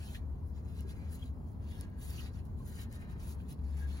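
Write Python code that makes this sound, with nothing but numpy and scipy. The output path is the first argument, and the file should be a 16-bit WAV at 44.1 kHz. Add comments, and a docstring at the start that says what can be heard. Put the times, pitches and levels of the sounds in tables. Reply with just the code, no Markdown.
"""First you hear a soft, close hiss and a few clinks: a gloved hand spins a drain bolt under a car.
Each finger stroke is a hiss of tiny fabric slips and rarer snags. The turning thread grates,
the loose bolt knocks, and both make the metal oil pan ring. The glove scrapes and ticks.
A low machine drone and the rumble of the garage lie under it all."""
import sys
import numpy as np
from scipy import signal
from scipy.fft import rfft, irfft, next_fast_len
from scipy.io import wavfile

SR = 44100
rng = np.random.default_rng(int(sys.argv[2]) if len(sys.argv) > 2 else 0)


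def master_out(mix):
    """Clip the mix to full scale and print it as 16-bit PCM to the path in sys.argv[1]."""
    frames = np.transpose(np.atleast_2d(mix))
    ceiling = np.clip(frames, -1, 1)
    pcm = np.round(ceiling * 32767).astype(np.int16)
    wavfile.write(sys.argv[1], SR, pcm)


N = 176400
T = np.arange(N) / SR


# Finger strokes: start t/s, length/s, level/dB, extra treble/dB
FINGER_STROKES = [(-.01, 0.19, -59, 1), (0.472, 0.029, -78, 11.5), (0.545, 0.056, -68, -3),
                  (.645, 0.12, -69.5, -0.5), (0.751, 0.078, -62.5, 0.5), (0.883, 0.037, -57, 0),
                  (0.926, 0.28, -70.5, -0.5), (1.119, 0.039, -58.5, 9.5), (1.185, 0.099, -65, -0.5),
                  (1.458, 0.082, -85.5, 13), (1.618, 0.13, -69, -3), (1.684, 0.16, -61.5, -1.5),
                  (2.002, 0.12, -58.5, 7), (2.098, 0.14, -58, 4), (2.226, 0.059, -56, -6.5),
                  (2.332, 0.071, -62.5, -3.5), (2.448, 0.034, -76.5, 8), (2.579, 0.087, -71.5, 3),
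                  (2.655, 0.12, -65, 10), (2.764, 0.077, -55.5, 2.5), (2.915, 0.056, -60, 3),
                  (3.008, 0.019, -62, 5.5), (3.096, 0.03, -61, 0), (3.197, 0.061, -59, 1.5),
                  (3.268, 0.069, -61.5, 9.5), (3.382, 0.064, -76.5, 6), (3.491, 0.037, -57.5, 5),
                  (3.639, 0.19, -68.5, -1.5), (3.767, 0.08, -61.5, 1.5), (3.874, 0.13, -59.5, -2)]
# Tone colour of the rubbing fabric: f/Hz, relative level/dB
FABRIC_COLOUR = [(200, -8), (800, -4), (1600, 0), (2800, 0.5), (3500, -1.5), (4400, 0), (5600, -4.5),
                 (7000, 2.5), (8700, -1.5), (10500, 1.5), (13000, -5.5), (16000, -3.5)]
def glove(attack_s=0.021, release_s=0.019, treble_hz=6760, resting_db=-80, ring_db=-31):
    """Fabric slips and snags in a hiss that swells with each stroke and faintly rings the pan."""
    force = slips(per_s=9000, spread_db=2.5) + amp(-6.5) * slips(per_s=400, spread_db=1)
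    hiss = shifting_contact(colour(force, FABRIC_COLOUR))
    hiss *= amp(0.77 * drift(hz=59.6))  # a slight, fast flutter
    treble = cut_lows(hiss, treble_hz, steepness=6)
    low_power = treble_power = amp(resting_db) ** 2
    for start, length, db, extra_db in FINGER_STROKES:
        rise = (1 + np.tanh((T - start) / attack_s)) / 2
        fall = (1 - np.tanh((T - start - length) / release_s)) / 2
        low_power += (rise * fall * amp(db)) ** 2
        treble_power += (rise * fall * amp(db + extra_db)) ** 2
    rub = (hiss - treble) * np.sqrt(low_power)
    return rub + amp(ring_db) * rub.std() * pan_ring(rub) + treble * np.sqrt(treble_power)


def shifting_contact(x, depth_db=3, width_hz=270, lasting_s=0.016):
    """The spot where the glove touches keeps changing, so pitches briefly stand out and fade."""
    hz, t, spectrum = signal.stft(x, SR, nperseg=512)
    bumps = rng.standard_normal(spectrum.shape[::-1]).T
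    # Smooth the random bumps across pitch, then across time.
    for axis, steps in enumerate([width_hz / hz[1], lasting_s / t[1]]):
        keep = np.exp(-1 / steps)
        bumps = signal.lfilter([1 - keep], [1, -keep], bumps, axis=axis)
    _, shifted = signal.istft(spectrum * amp(depth_db * unit(bumps)), SR, nperseg=512)
    return unit(shifted[:N])


# How hard the thread grates: t/s, level/dB before boost_db is added
GRATING_LEVELS = [(0.0, -75), (0.11, -95), (0.15, -89), (0.19, -73), (0.28, -87), (.5, -85.5), (1.0, -72.5),
                  (1.14, -74.5), (1.4, -89.5), (1.82, -71.5), (1.9, -78), (2.17, -75), (2.57, -85),
                  (2.82, -72), (2.87, -75.5), (3.04, -68.5), (3.63, -83.5), (3.84, -68), (3.92, -76.5),
                  (4.0, -62.5)]
# Tone colour of the dull part of the grating: f/Hz, relative level/dB
GRATING_COLOUR = [(200, 10.5), (600, -5), (1000, -4.5), (1300, -1), (1650, 5), (2100, 5), (3000, -10),
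                  (4500, -8.5), (7000, -16), (16000, -24)]
def thread(boost_db=5, ring_db=-8):
    """The turning screw thread grates in tiny catches and sets the pan ringing faintly."""
    level = amp(np.interp(T, *np.transpose(GRATING_LEVELS)) + boost_db)
    force = slips(per_s=2200, spread_db=2.5) * level
    dull = unit(colour(force, GRATING_COLOUR))
    return force.std() * unit(dull + amp(ring_db) * pan_ring(force))


# Scrapes and squeaks: start t/s, length/s, level/dB, centre f/Hz, width/octaves
SCRAPE_EVENTS = [(0.142, 0.03, -57.5, 10500, 0.7), (0.145, 0.022, -55.5, 1840, 0.1),
                 (0.781, 0.03, -67.5, 2850, 0.058), (0.822, 0.06, -58.5, 366, 0.096),
                 (0.905, 0.19, -72.5, 2210, 0.19), (1.213, 0.02, -63.5, 3270, 0.051),
                 (1.667, 0.11, -71.5, 3480, 0.22), (2.04, 0.28, -65.5, 2550, 1),
                 (2.173, 0.037, -58.5, 2870, 0.18), (2.586, 0.043, -64, 1010, 0.1),
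                 (2.779, 0.026, -61.5, 2370, 0.55), (3.013, 0.021, -57, 1850, 0.27),
                 (2.95, 0.55, -69, 947, 0.15), (3.253, .1, -67.5, 4860, 0.44),
                 (3.788, 0.09, -59, 1634, 0.034), (3.88, 0.14, -70, 4200, 0.064)]
def scrapes(ring_db=-24):
    """Glove and bolt catch in bursts of slips; a narrow band squeaks, a wide one scrapes."""
    force = np.zeros(N)
    for start, length, db, hz, octaves in SCRAPE_EVENTS:
        grit = unit(keep_band(slips(per_s=2200, spread_db=2.5), hz, octaves))
        swell = np.sin(np.pi * np.clip((T - start) / length, 0, 1))
        force += amp(db) * grit * swell
    return force.std() * unit(unit(force) + amp(ring_db) * pan_ring(force))


# Knocks of the loose bolt: t/s, level/dB before filtering, centre f/Hz
BOLT_KNOCKS = [(.1475, -36, 2700), (.154, -41, 2500), (.163, -49, 4000), (1.2325, -48, 2300),
               (1.831, -51, 3100), (2.454, -60, 4200), (3.02, -50, 2200), (3.075, -55, 1800),
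               (3.4015, -51, 2400), (3.589, -62, 2800), (3.971, -51, 4000)]
def knocks(ring_db=-3):
    """The bolt rocks in its hole, making dull clinks that ring the pan."""
    force = np.zeros(N)
    for start, db, hz in BOLT_KNOCKS:
        force += amp(db) * keep_band(burst(start, decay_s=0.002), hz, octaves=0.6)
    return force + amp(ring_db) * force.std() * pan_ring(force)


# Ticks of the glove: t/s, level/dB before filtering, lowest f/Hz
GLOVE_TICKS = [(.8075, -42, 5500), (1.8108, -35.5, 2500), (1.9005, -54, 8500), (1.9919, -53, 7000),
               (2.453, -55, 4000), (2.696, -42, 10000), (2.927, -43, 3900), (3.529, -43, 9000)]
# Tone colour of a tick: f/Hz, relative level/dB
TICK_COLOUR = [(2000, -4), (3000, -3), (6000, -5), (8500, 3), (11000, 1), (16000, -2)]
def ticks(crack_db=5):
    """The glove snaps off the bolt head: one sharp crack, then about a millisecond of crackle."""
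    snaps = np.zeros(N)
    for start, db, lowest_hz in GLOVE_TICKS:
        snap = burst(start, decay_s=0.0007)
        snap[round(start * SR)] = amp(crack_db)
        snaps += amp(db) * cut_lows(snap, lowest_hz, steepness=8)
    return colour(snaps, TICK_COLOUR)


# The pan's own notes: f/Hz, relative level/dB, time to fade by 60 dB/s
PAN_NOTES = [(1667, 2, .04), (1885, 0, .03), (2065, -5, .025), (2584, -6, .025), (2888, -6, .025),
             (3220, -6, .028), (3380, -7, .028), (3990, -9, .028), (4240, -7, .022), (4517, -9, .025),
             (6820, -12, .02)]
def pan_ring(force):
    """Every push on the metal pan starts all its notes, which quickly die away."""
    t = T[:SR // 4]
    notes = sum(amp(db - 60 * t / fade_s) * np.sin(2 * np.pi * hz * t) for hz, db, fade_s in PAN_NOTES)
    return unit(signal.fftconvolve(force, notes)[:N])


# Tone colour of the echoes off the car's underside and the floor: f/Hz, relative level/dB
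ECHO_COLOUR = [(300, 5), (2000, 1.5), (3800, 4.5), (5500, 0.5), (8000, -26), (16000, -4)]
def under_car(x, echo_db, echo_count, fade_s=0.061, right_delay_s=0.0001818):
    """Sound arrives on the left first, then bounces back by paths that change as the hand moves."""
    t = T[:SR // 4]
    right = shape(x, lambda f: np.exp(-2j * np.pi * f * right_delay_s))
    echo = np.zeros((2, N))
    for k in range(echo_count):
        tail = rng.standard_normal((2, len(t))) * amp(-60 * t / fade_s) * (t > 0.001)
        tail = colour(tail / np.linalg.norm(tail, axis=1, keepdims=True), ECHO_COLOUR)
        # Each echo hands over smoothly to the next.
        share = np.cos(np.pi / 2 * np.clip(T / T[-1] * (echo_count - 1) - k, -1, 1))
        echo += signal.oaconvolve((x * share)[None], tail, axes=1)[:, :N]
    return (np.array([x, right]) + amp(echo_db) * echo) / np.sqrt(1 + amp(echo_db) ** 2 / 2)


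# Rise and fall of the machine's tone: t/s, level/dB before tone_db and lean_db are applied
DRONE_LEVELS = [(0, -43), (.13, -49.5), (.22, -39.5), (.7, -43.5), (1.3, -45), (1.52, -55), (1.7, -41.5),
                (1.9, -58.5), (2.25, -40.5), (2.5, -71), (3.1, -58.5), (3.55, -44.5), (3.73, -34.5),
                (3.86, -35.5), (4, -42.5)]
def machine_drone(hz=72.9, width_hz=21, wander_hz=2.14, throb_db=-48, tone_db=-1, lean_db=2):
    """A wavering low tone swells and sinks over a steady throb, louder on the left."""
    throb = unit(shape(rng.standard_normal(N), lambda f: 1 / (1 + ((f - hz) / width_hz) ** 4)))
    pitch_hz = hz + wander_hz * drift(hz=3.88)
    tone = unit(np.sin(2 * np.pi * np.cumsum(pitch_hz) / SR))
    level = amp(np.interp(T, *np.transpose(DRONE_LEVELS)) + tone_db)
    return (amp(throb_db) * throb + level * tone) * amp([[lean_db], [-lean_db]])


# Tone colour of the garage rumble: f/Hz, relative level/dB
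RUMBLE_COLOUR = [(15, -25), (29, -24), (39, 2), (52, -1.5), (95, 1), (115, -3), (150, -5.5), (240, -9),
                 (310, -18), (400, -19), (520, -25.5), (700, -27.5), (1000, -28.5), (1300, -37.5),
                 (2000, -50.5), (3200, -67), (8000, -66.5), (16000, -54.5)]
# How alike left and right are: f/Hz, likeness (0 = unrelated, 1 = the same)
SIDE_LIKENESS = [(30, 0.98), (120, 0.77), (250, 0.77), (500, 0.26), (1000, 0), (16000, 0)]
def garage_rumble(level_db=-44.5, flutter_db=0.6):
    """Rumble comes from all around, so the two sides are alike only in the bass."""
    left, other = rng.standard_normal((2, N))
    likeness = lambda f: look_up(SIDE_LIKENESS, f)
    right = shape(left, likeness) + shape(other, lambda f: np.sqrt(1 - likeness(f) ** 2))
    rumble = unit(colour(np.array([left, right]), RUMBLE_COLOUR))
    return amp(level_db + flutter_db * drift(hz=38)) * rumble


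def slips(per_s, spread_db):
    """Rubbing surfaces stick and let go: a random stream of tiny clicks of uneven size."""
    size = amp(spread_db * np.minimum(rng.exponential(1, N), 5))
    return unit(size * rng.choice([-1, 1], N) * (rng.random(N) < per_s / SR))


def burst(start, decay_s):
    """A noisy hit that starts at once and dies quickly."""
    fade = np.exp(-np.maximum(T - start, 0) / decay_s) * (T >= start)
    return fade * rng.choice([-1, 1], N)


def drift(hz):
    """A smooth random wobble, up to about hz swings a second."""
    return unit(shape(rng.standard_normal(N), lambda f: 1 / (1 + (f / hz) ** 4)))


def amp(db):
    """Turns decibels into a number to multiply by."""
    return 10 ** (np.asarray(db) / 20)


def unit(x):
    """Scales a sound so its average strength (rms) is 1."""
    return x / np.sqrt(np.mean(x ** 2) + 1e-20)


def look_up(table, hz):
    """Reads between the rows of a frequency table, giving each octave equal room."""
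    f, value = np.transpose(table)
    return np.interp(np.log(hz + 1), np.log(f), value)


def shape(x, gain):
    """Multiplies each frequency f in a sound by gain(f)."""
    size = next_fast_len(x.shape[-1] + SR // 2)
    spectrum = rfft(x, size) * gain(np.fft.rfftfreq(size, 1 / SR))
    return irfft(spectrum, size)[..., :x.shape[-1]]


def colour(x, table):
    """Turns frequencies up or down as a tone colour table says."""
    return shape(x, lambda f: amp(look_up(table, f)))


def keep_band(x, hz, octaves):
    """Keeps only the frequencies around one pitch."""
    return shape(x, lambda f: 1 / np.sqrt(1 + (np.log2((f + 1) / hz) / octaves) ** 6))


def cut_lows(x, hz, steepness):
    """Fades out the frequencies below hz."""
    return shape(x, lambda f: 1 - 1 / (1 + (f / hz) ** steepness))


def scene():
    """Glove, bolt and pan echo under the car, over the drone and the rumble."""
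    ticking = under_car(ticks(), echo_db=-9, echo_count=2)
    knocking = under_car(knocks(), echo_db=-3, echo_count=2)
    rubbing = under_car(glove(), echo_db=-1, echo_count=12)
    grating = under_car(thread() + scrapes(), echo_db=-1, echo_count=12)
    return rubbing + grating + knocking + ticking + machine_drone() + garage_rumble()


def record(dry, lowest_hz=36, highest_hz=15850):
    """Trims away the deepest bass and the highest treble."""
    trimmed = cut_lows(dry, lowest_hz, steepness=10)
    treble_cut = signal.firwin(511, highest_hz, window=("kaiser", 9), fs=SR)
    return signal.oaconvolve(trimmed, treble_cut[None], "same")


dry = scene()
out = record(dry)
master_out(out)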